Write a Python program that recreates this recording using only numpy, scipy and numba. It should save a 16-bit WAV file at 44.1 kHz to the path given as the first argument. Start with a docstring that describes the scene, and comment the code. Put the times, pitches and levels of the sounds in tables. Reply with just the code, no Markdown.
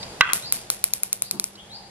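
"""A far-off chirp and a faint tick over room air, then a glass marble knocks on a wooden game board.
The knock is a crack plus short wooden modes; the marble hops across a tiled floor in ever smaller bounces,
each a bright click that sets the bare room ringing. A hand bumps down softly, and the bird whistles
upward glides over a low hum. A close microphone pair hears it through a limiter that ducks after the knock."""
import sys
import numpy as np
from scipy import signal
from scipy.fft import rfft, irfft
from scipy.io import wavfile
from numba import njit

SR = 44100
rng = np.random.default_rng(int(sys.argv[2]) if len(sys.argv) > 2 else 0)


def inscribe(sig):
    """Save sig as 16-bit PCM at rate SR to the path in sys.argv[1].

    A 1-D sig is mono; a 2-D sig holds one channel per row.
    Samples are clipped to [-1, 1] before scaling.
    """
    pcm = np.round(np.clip(np.atleast_2d(sig).T, -1, 1) * 32767)
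    wavfile.write(sys.argv[1], SR, pcm.astype(np.int16))


N = 83790
T = np.arange(N) / SR
F = np.fft.rfftfreq(2 * N, 1 / SR)

# modes of the wooden board: f/Hz, level/dB, t60/s
BOARD_MODES = [(1050, -17, 0.045), (1156.5, -6, 0.0496), (1245.2, -6.5, 0.044), (1492, -5.5, 0.0667),
               (1543.6, -7, 0.1084), (1634, -20.5, 0.1), (1952.4, -4.5, 0.05), (2013.5, -0.5, 0.028),
               (2327, 0.5, 0.0169), (2710, 2.5, 0.0136), (2659, -8.5, 0.041), (3317, -10.5, 0.0356),
               (3803, -4.5, 0.0275), (4124, -15, 0.053)]
# EQ of the contact on wood: f/Hz, level/dB
CRACK_EQ = [(40, -12), (250, -13.5), (500, -24.5), (860, -33.5), (1120, -1.5), (2800, 6), (4200, -3.5),
            (5500, -24), (8000, -18), (12000, -22), (15500, -53)]
# what the whole board radiates into the room: f/Hz, level/dB
BOARD_SEND_EQ = [(100, -36), (780, -10.5), (1100, 5.5), (1550, 6), (1750, -2), (1980, 5), (2300, -8.5),
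                 (2680, 2.5), (2950, -9), (3250, -1.5), (3700, -17), (6000, -25.5), (14000, -45.5)]
KNOCK_S, KNOCK_PAN_DB = .2094, -3.5
RING_DB, CRACK_DB, BOARD_SEND_DB = 2, 25.5, 12
FAR_WALL_S, FAR_WALL_DB = 0.081, -9

# hits on the tile: t/s, level/dB, body/dB, clack/dB, glass/dB, top/dB, left over right/dB, room send/dB
BOUNCE_HITS = [(0.3335, 4, 2.5, -1.5, 1.5, 3.5, 7, -7), (0.5242, 3, 2.5, 3, 1.5, 6, 4.5, -8.5),
               (0.7019, -1.5, 4.5, 4.5, 2, 6, 2.5, -7), (0.8410, 3.5, 0.5, 2.5, -0.5, 5, 3.5, -15),
               (0.9364, -5.5, 0.5, 1, 7, 8.5, 3, -7), (1.0339, -2, -5, -3, -4.5, 4.5, 1.5, -13),
               (1.1296, -3, -2, -1, 1, 4, 1.5, -13), (1.2220, -3, -2, 2, 0, -2, 4, -12.5),
               (1.3116, -7, 1, 4.5, 5, 0.5, 3.5, -10), (1.398, -5, -0.5, 4.5, 2, -1, 3.5, -15),
               (1.4419, -9, 3, 1, 6.5, -5.5, 3, -8.5)]
SPOT_BANDS_HZ = (1700, 3900, 6500, 10500, 13000)  # body, clack, glass, main peak, top
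# EQ of glass on tile: f/Hz, level/dB
CLICK_EQ = [(60, -22.5), (500, -16.5), (900, -17.5), (1400, -13), (1800, -24.5), (2450, -9.5), (2900, -26),
            (3600, -15), (4150, -5), (4900, -8.5), (6500, -6), (8000, -3.5), (10000, 3.5), (11500, 3.5),
            (13000, -13), (15500, -22.5)]
# EQ of the clicks as they reach the walls: f/Hz, level/dB
CLICK_SEND_EQ = [(100, -5.5), (1000, -8.5), (2500, -7.5), (4000, -6), (6500, -4), (8500, 0), (10000, 5),
                 (11800, 6), (13000, -1), (15500, -35)]
# slaps from nearby surfaces: delay/s, level/dB
EARLY_ECHOES = [(.0071, -16), (0.0176, -14), (0.021, -13)]
CLICK_DB, CLICK_RING_DB, CLICK_REVERB_DB = 11.5, -8, -2
SCATTER_DB, SCATTER_BUILD_S = -9.5, .00015

# soft bumps of the hand: t/s, rise/s, level/dB
HAND_BUMPS = [(1.322, 0.0309, -39), (1.546, 0.017, -50.5)]
# EQ of a bump: f/Hz, level/dB
BUMP_EQ = [(40, -27), (120, -16), (185, 3.5), (270, -9.5), (360, -4.5), (500, -18.5), (1000, -14.5),
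           (2500, -39.5)]
# marbles shifting in the hand: t/s, level before the band filter/dB
MARBLE_TICKS = [(0.03, 8), (1.555, -6)]

# bird notes: t/s, length/s, first f/Hz, last f/Hz, level/dB, direct gain/dB, waver/share of pitch
BIRD_NOTES = [(-.04, 0.04475, 3700, 4754, -23.5, -10.5, 0.029),
              (0.416, 0.0785, 3490, 5037, -35.5, 2.5, 0.0082), (1.206, 0.0628, 3460, 4845, -41.5, -5, .015),
              (1.57, 0.04723, 3100, 3301, -44, 1.5, 0.044), (1.695, 0.08, 3504, 4913, -40, 2, 0.0031)]
BIRD_GLIDE_SHARE, BIRD_SWELL_SKEW = 0.79, 1.474
BIRD_ECHO_S, BIRD_ECHO_DB = .088, -10.5

# EQ of the room air: f/Hz, level/dB
AIR_EQ = [(20, -7), (60, -5.5), (115, -0.5), (150, -0.5), (280, -7.5), (500, -4), (850, -5.5),
          (1200, -11.5), (2200, -12.5), (4500, -15), (5600, -16.5), (11000, -18.5), (13000, -32.5),
          (15000, -43.5)]
# fader ride of the air: t/s, level/dB
AIR_RIDE = [(0, -39), (.2, -41), (.6, -44), (1.0, -50), (1.5, -50), (1.7, -47.5), (1.9, -49)]
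# fader ride of a far-off midrange swell: t/s, level/dB
SWELL_RIDE = [(0, -49), (.2, -55), (1.55, -69), (1.7, -55.5), (1.83, -48), (1.9, -56.5)]
# tones of the room hum: f/Hz, level/dB
HUM_TONES = [(118, -62), (200, -57.5), (344, -68), (430, -68)]
HUM_DRIFT_SHARE = 0.02007

# reverb time of the room: f/Hz, t60/s
ROOM_DECAY = [(200, 0.193), (1300, 0.358), (3500, 0.442), (9000, 0.3086), (14000, 0.1875)]
ROOM_BUILD_S, ROOM_GRAIN_DB = 0.00456, 3.5
# phase between the microphones: f/Hz, lead of the left/rad
MIC_PHASE = [(100, 0), (1000, -.15), (1800, -.5), (2700, -.9), (3600, -1.8), (4400, -2.6), (5200, -3.7),
             (9000, -3.55), (14000, -3.3)]
# likeness of diffuse sound at the two microphones: f/Hz, coherence/0-1
MIC_COHERENCE = [(100, 0.99), (500, 0.69), (1500, 0.1), (4000, 0.07), (7000, 0.54), (11000, 0.69)]
THRESHOLD_DB, ATTACK_S, RELEASE_S, LOOK_AHEAD_S = 1.5, 0.000934, 0.0963, 0.00053
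LOW_CUT_HZ, HIGH_CUT_HZ = 21.6, 15800


def knock(reverb):
    """Marble on wood: a crack and short modes; the board feeds the room and a far wall throws it back."""
    modes = sum(amp(db) * np.sin(2 * np.pi * hz * T) * fade(t60) for hz, db, t60 in BOARD_MODES)
    impulse = T == 0
    crack = filt(unit(impulse + burst(t60=0.009)), min_phase(CRACK_EQ))
    direct = (amp(CRACK_DB) * crack - amp(RING_DB) * modes) * pan(KNOCK_PAN_DB)
    wall_tail = unit(diffuse() * fade(t60=0.136))
    far_wall = amp(FAR_WALL_DB) * rfft(wall_tail, 2 * N) * delay(FAR_WALL_S)
    wet = filt(amp(BOARD_SEND_DB) * impulse, min_phase(BOARD_SEND_EQ) * (reverb + far_wall))
    return filt(direct + wet, delay(KNOCK_S))


def bounces(reverb):
    """Glass on tile: sharp clicks, coloured by each spot, scattered by arm and board, echoed by the room."""
    direct, send, noise = 0, 0, diffuse()
    glass_on_tile = min_phase(CLICK_EQ)
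    scatter_envelope = (1 - np.exp(-T / SCATTER_BUILD_S)) ** 2 * fade(t60=.009)
    for s, db, body_db, clack_db, glass_db, top_db, pan_db, send_db in BOUNCE_HITS:
        start = round(s * SR)
        scatter = unit(np.roll(noise, -start, axis=1) * scatter_envelope)
        contact = unit((T == 0) + amp(CLICK_RING_DB) * burst(t60=.002) + amp(SCATTER_DB) * scatter)
        spot_eq = list(zip(SPOT_BANDS_HZ, (body_db, clack_db, glass_db, 0, top_db)))
        click = filt(unit(filt(contact, glass_on_tile)), amp(over_hz(spot_eq)) * delay(s))
        direct += click * amp(CLICK_DB + db) * pan(pan_db)
        send += amp(CLICK_DB + db + send_db) * (np.arange(N) == start)
    slaps = sum(amp(db) * delay(s) for s, db in EARLY_ECHOES)
    return direct + filt(send, min_phase(CLICK_SEND_EQ) * (slaps + amp(CLICK_REVERB_DB) * reverb))


def bird(reverb):
    """Sine whistles that glide up, swell and level off, washed in reverb with a late echo."""
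    direct, send = 0, 0
    for s, length, first_hz, last_hz, db, direct_db, waver_share in BIRD_NOTES:
        progress = np.clip((T - s) / length, 0, 1)
        glide = np.minimum(progress / BIRD_GLIDE_SHARE, 1)
        waver = 1 + waver_share * wander(rate_hz=148)
        hz = (first_hz + (last_hz - first_hz) * glide) * waver
        envelope = np.sqrt(abs(np.sin(np.pi * progress ** BIRD_SWELL_SKEW)))
        note = amp(db) * envelope * sine(hz)
        direct += amp(direct_db) * note
        send += note
    return direct + filt(send, reverb * (1 + amp(BIRD_ECHO_DB) * delay(BIRD_ECHO_S)))


def hand():
    """Dull bumps that swell and fade as the hand comes down, and small ticks of marbles held in it."""
    pressure = 0
    for s, rise, db in HAND_BUMPS:
        age = np.maximum(T - s, 0) / rise
        pressure += amp(db) * age * np.exp(1 - age)
    tick_band = band(hz=4500, width_hz=830)
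    ticks = sum(amp(db) * filt(burst(t60=0.036), delay(s) * tick_band) for s, db in MARBLE_TICKS)
    return pressure * diffuse(amp(over_hz(BUMP_EQ))) + ticks


def room_tone():
    """The bed: softly hissing air, a low hum that drifts in pitch and a far-off swell."""
    air = ride(AIR_RIDE) * diffuse(amp(over_hz(AIR_EQ)))
    hum = 0
    for hz, db in HUM_TONES:
        drift = 1 + HUM_DRIFT_SHARE * wander(rate_hz=5.265)
        hum += amp(db) * np.sqrt(2) * sine(hz * drift)
    swell = ride(SWELL_RIDE) * diffuse(band(hz=817, width_hz=82.5))
    return air + hum + swell


def room_reverb():
    """Frequency response of the bare room: a grainy tail that builds up and rings longest in the mids."""
    noise, tail = diffuse(), 0
    for centre_hz, t60 in ROOM_DECAY:
        crossover = over_hz([(hz, hz == centre_hz) for hz, _ in ROOM_DECAY])
        tail += filt(noise, crossover) * fade(t60)
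    grain = amp(ROOM_GRAIN_DB * wander(rate_hz=350))
    build_up = 1 - np.exp(-T / ROOM_BUILD_S)
    return rfft(unit(tail * grain * build_up), 2 * N)


def amp(db):
    """Decibels to gain."""
    return 10 ** (np.asarray(db) / 20)


def pan(db):
    """Stereo gains with the left louder by db."""
    return amp([[db / 2], [-db / 2]])


def ride(rows):
    """Gain over time from fader points in dB."""
    return amp(np.interp(T, *np.array(rows, float).T))


def over_hz(rows):
    """Straight lines on a log-frequency axis."""
    hz, value = np.array(rows, float).T
    return np.interp(np.log(F + 1), np.log(hz), value)


def filt(x, response):
    """Apply a frequency response."""
    return irfft(rfft(x, 2 * N) * response)[..., :N]


def unit(x):
    """Scale to unit energy."""
    return x / np.sqrt(np.sum(x ** 2, axis=-1, keepdims=True))


def min_phase(eq):
    """Unit-energy response of an EQ curve, with no pre-ring."""
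    cepstrum = irfft(np.log(amp(over_hz(eq))))
    cepstrum[1:N] *= 2
    cepstrum[N + 1:] = 0
    response = np.exp(rfft(cepstrum))
    return response / np.sqrt(np.mean(abs(response) ** 2))


def band(hz, width_hz):
    """Resonant peak, 6 dB down at width_hz to either side."""
    return 1 / (1 + ((F - hz) / width_hz) ** 2)


def delay(s):
    """Response of a delay by whole samples."""
    return np.exp(-2j * np.pi * F * round(s * SR) / SR)


def fade(t60):
    """Decay by 60 dB in t60 seconds."""
    return np.exp(-np.minimum(np.log(1000) * T / t60, 60))


def sine(hz):
    """Oscillator that follows a pitch curve."""
    return np.sin(2 * np.pi * np.cumsum(hz) / SR)


def burst(t60):
    """Decaying noise of unit energy."""
    return unit(rng.standard_normal(N) * fade(t60))


def diffuse(colour=1):
    """Coloured noise of rms 1, partly alike at the two microphones."""
    coherence = over_hz(MIC_COHERENCE)
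    mid, side = filt(rng.standard_normal((2, N)), colour * np.sqrt([1 + coherence, 1 - coherence]))
    return unit(np.array([mid + side, mid - side])) * np.sqrt(N)


def wander(rate_hz):
    """Random modulator of rms 1 that rolls off above rate_hz."""
    return diffuse(band(0, rate_hz))[0]


@njit
def follow(x, attack, release):
    """Level detector that rises fast and falls slowly."""
    out, level = np.empty(len(x)), 0.
    for i in range(len(x)):
        level += (x[i] - level) * (attack if x[i] > level else release)
        out[i] = level
    return out


def scene():
    """All sources in one room, with the phase offset of the microphone pair."""
    reverb = room_reverb()
    mix = knock(reverb) + bounces(reverb) + bird(reverb) + hand() + room_tone()
    phase = over_hz(MIC_PHASE) * np.array([[.5], [-.5]])
    return filt(mix, np.exp(1j * phase))


def record(dry):
    """A look-ahead limiter ducks after loud peaks, the rest clips, and the sub bass and top are cut."""
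    level = follow(abs(dry).max(axis=0), 1 / (ATTACK_S * SR), 1 / (RELEASE_S * SR))
    level_ahead = np.interp(T + LOOK_AHEAD_S, T, level)
    reduction = np.maximum(level_ahead / amp(THRESHOLD_DB), 1)
    limited = np.clip(dry / reduction, -1, 1)
    low_cut = signal.butter(1, LOW_CUT_HZ, "highpass", fs=SR, output="sos")
    high_cut = signal.ellip(8, .2, 70, HIGH_CUT_HZ, fs=SR, output="sos")
    return signal.sosfilt(high_cut, signal.sosfilt(low_cut, limited))


dry = scene()
out = record(dry)
inscribe(out)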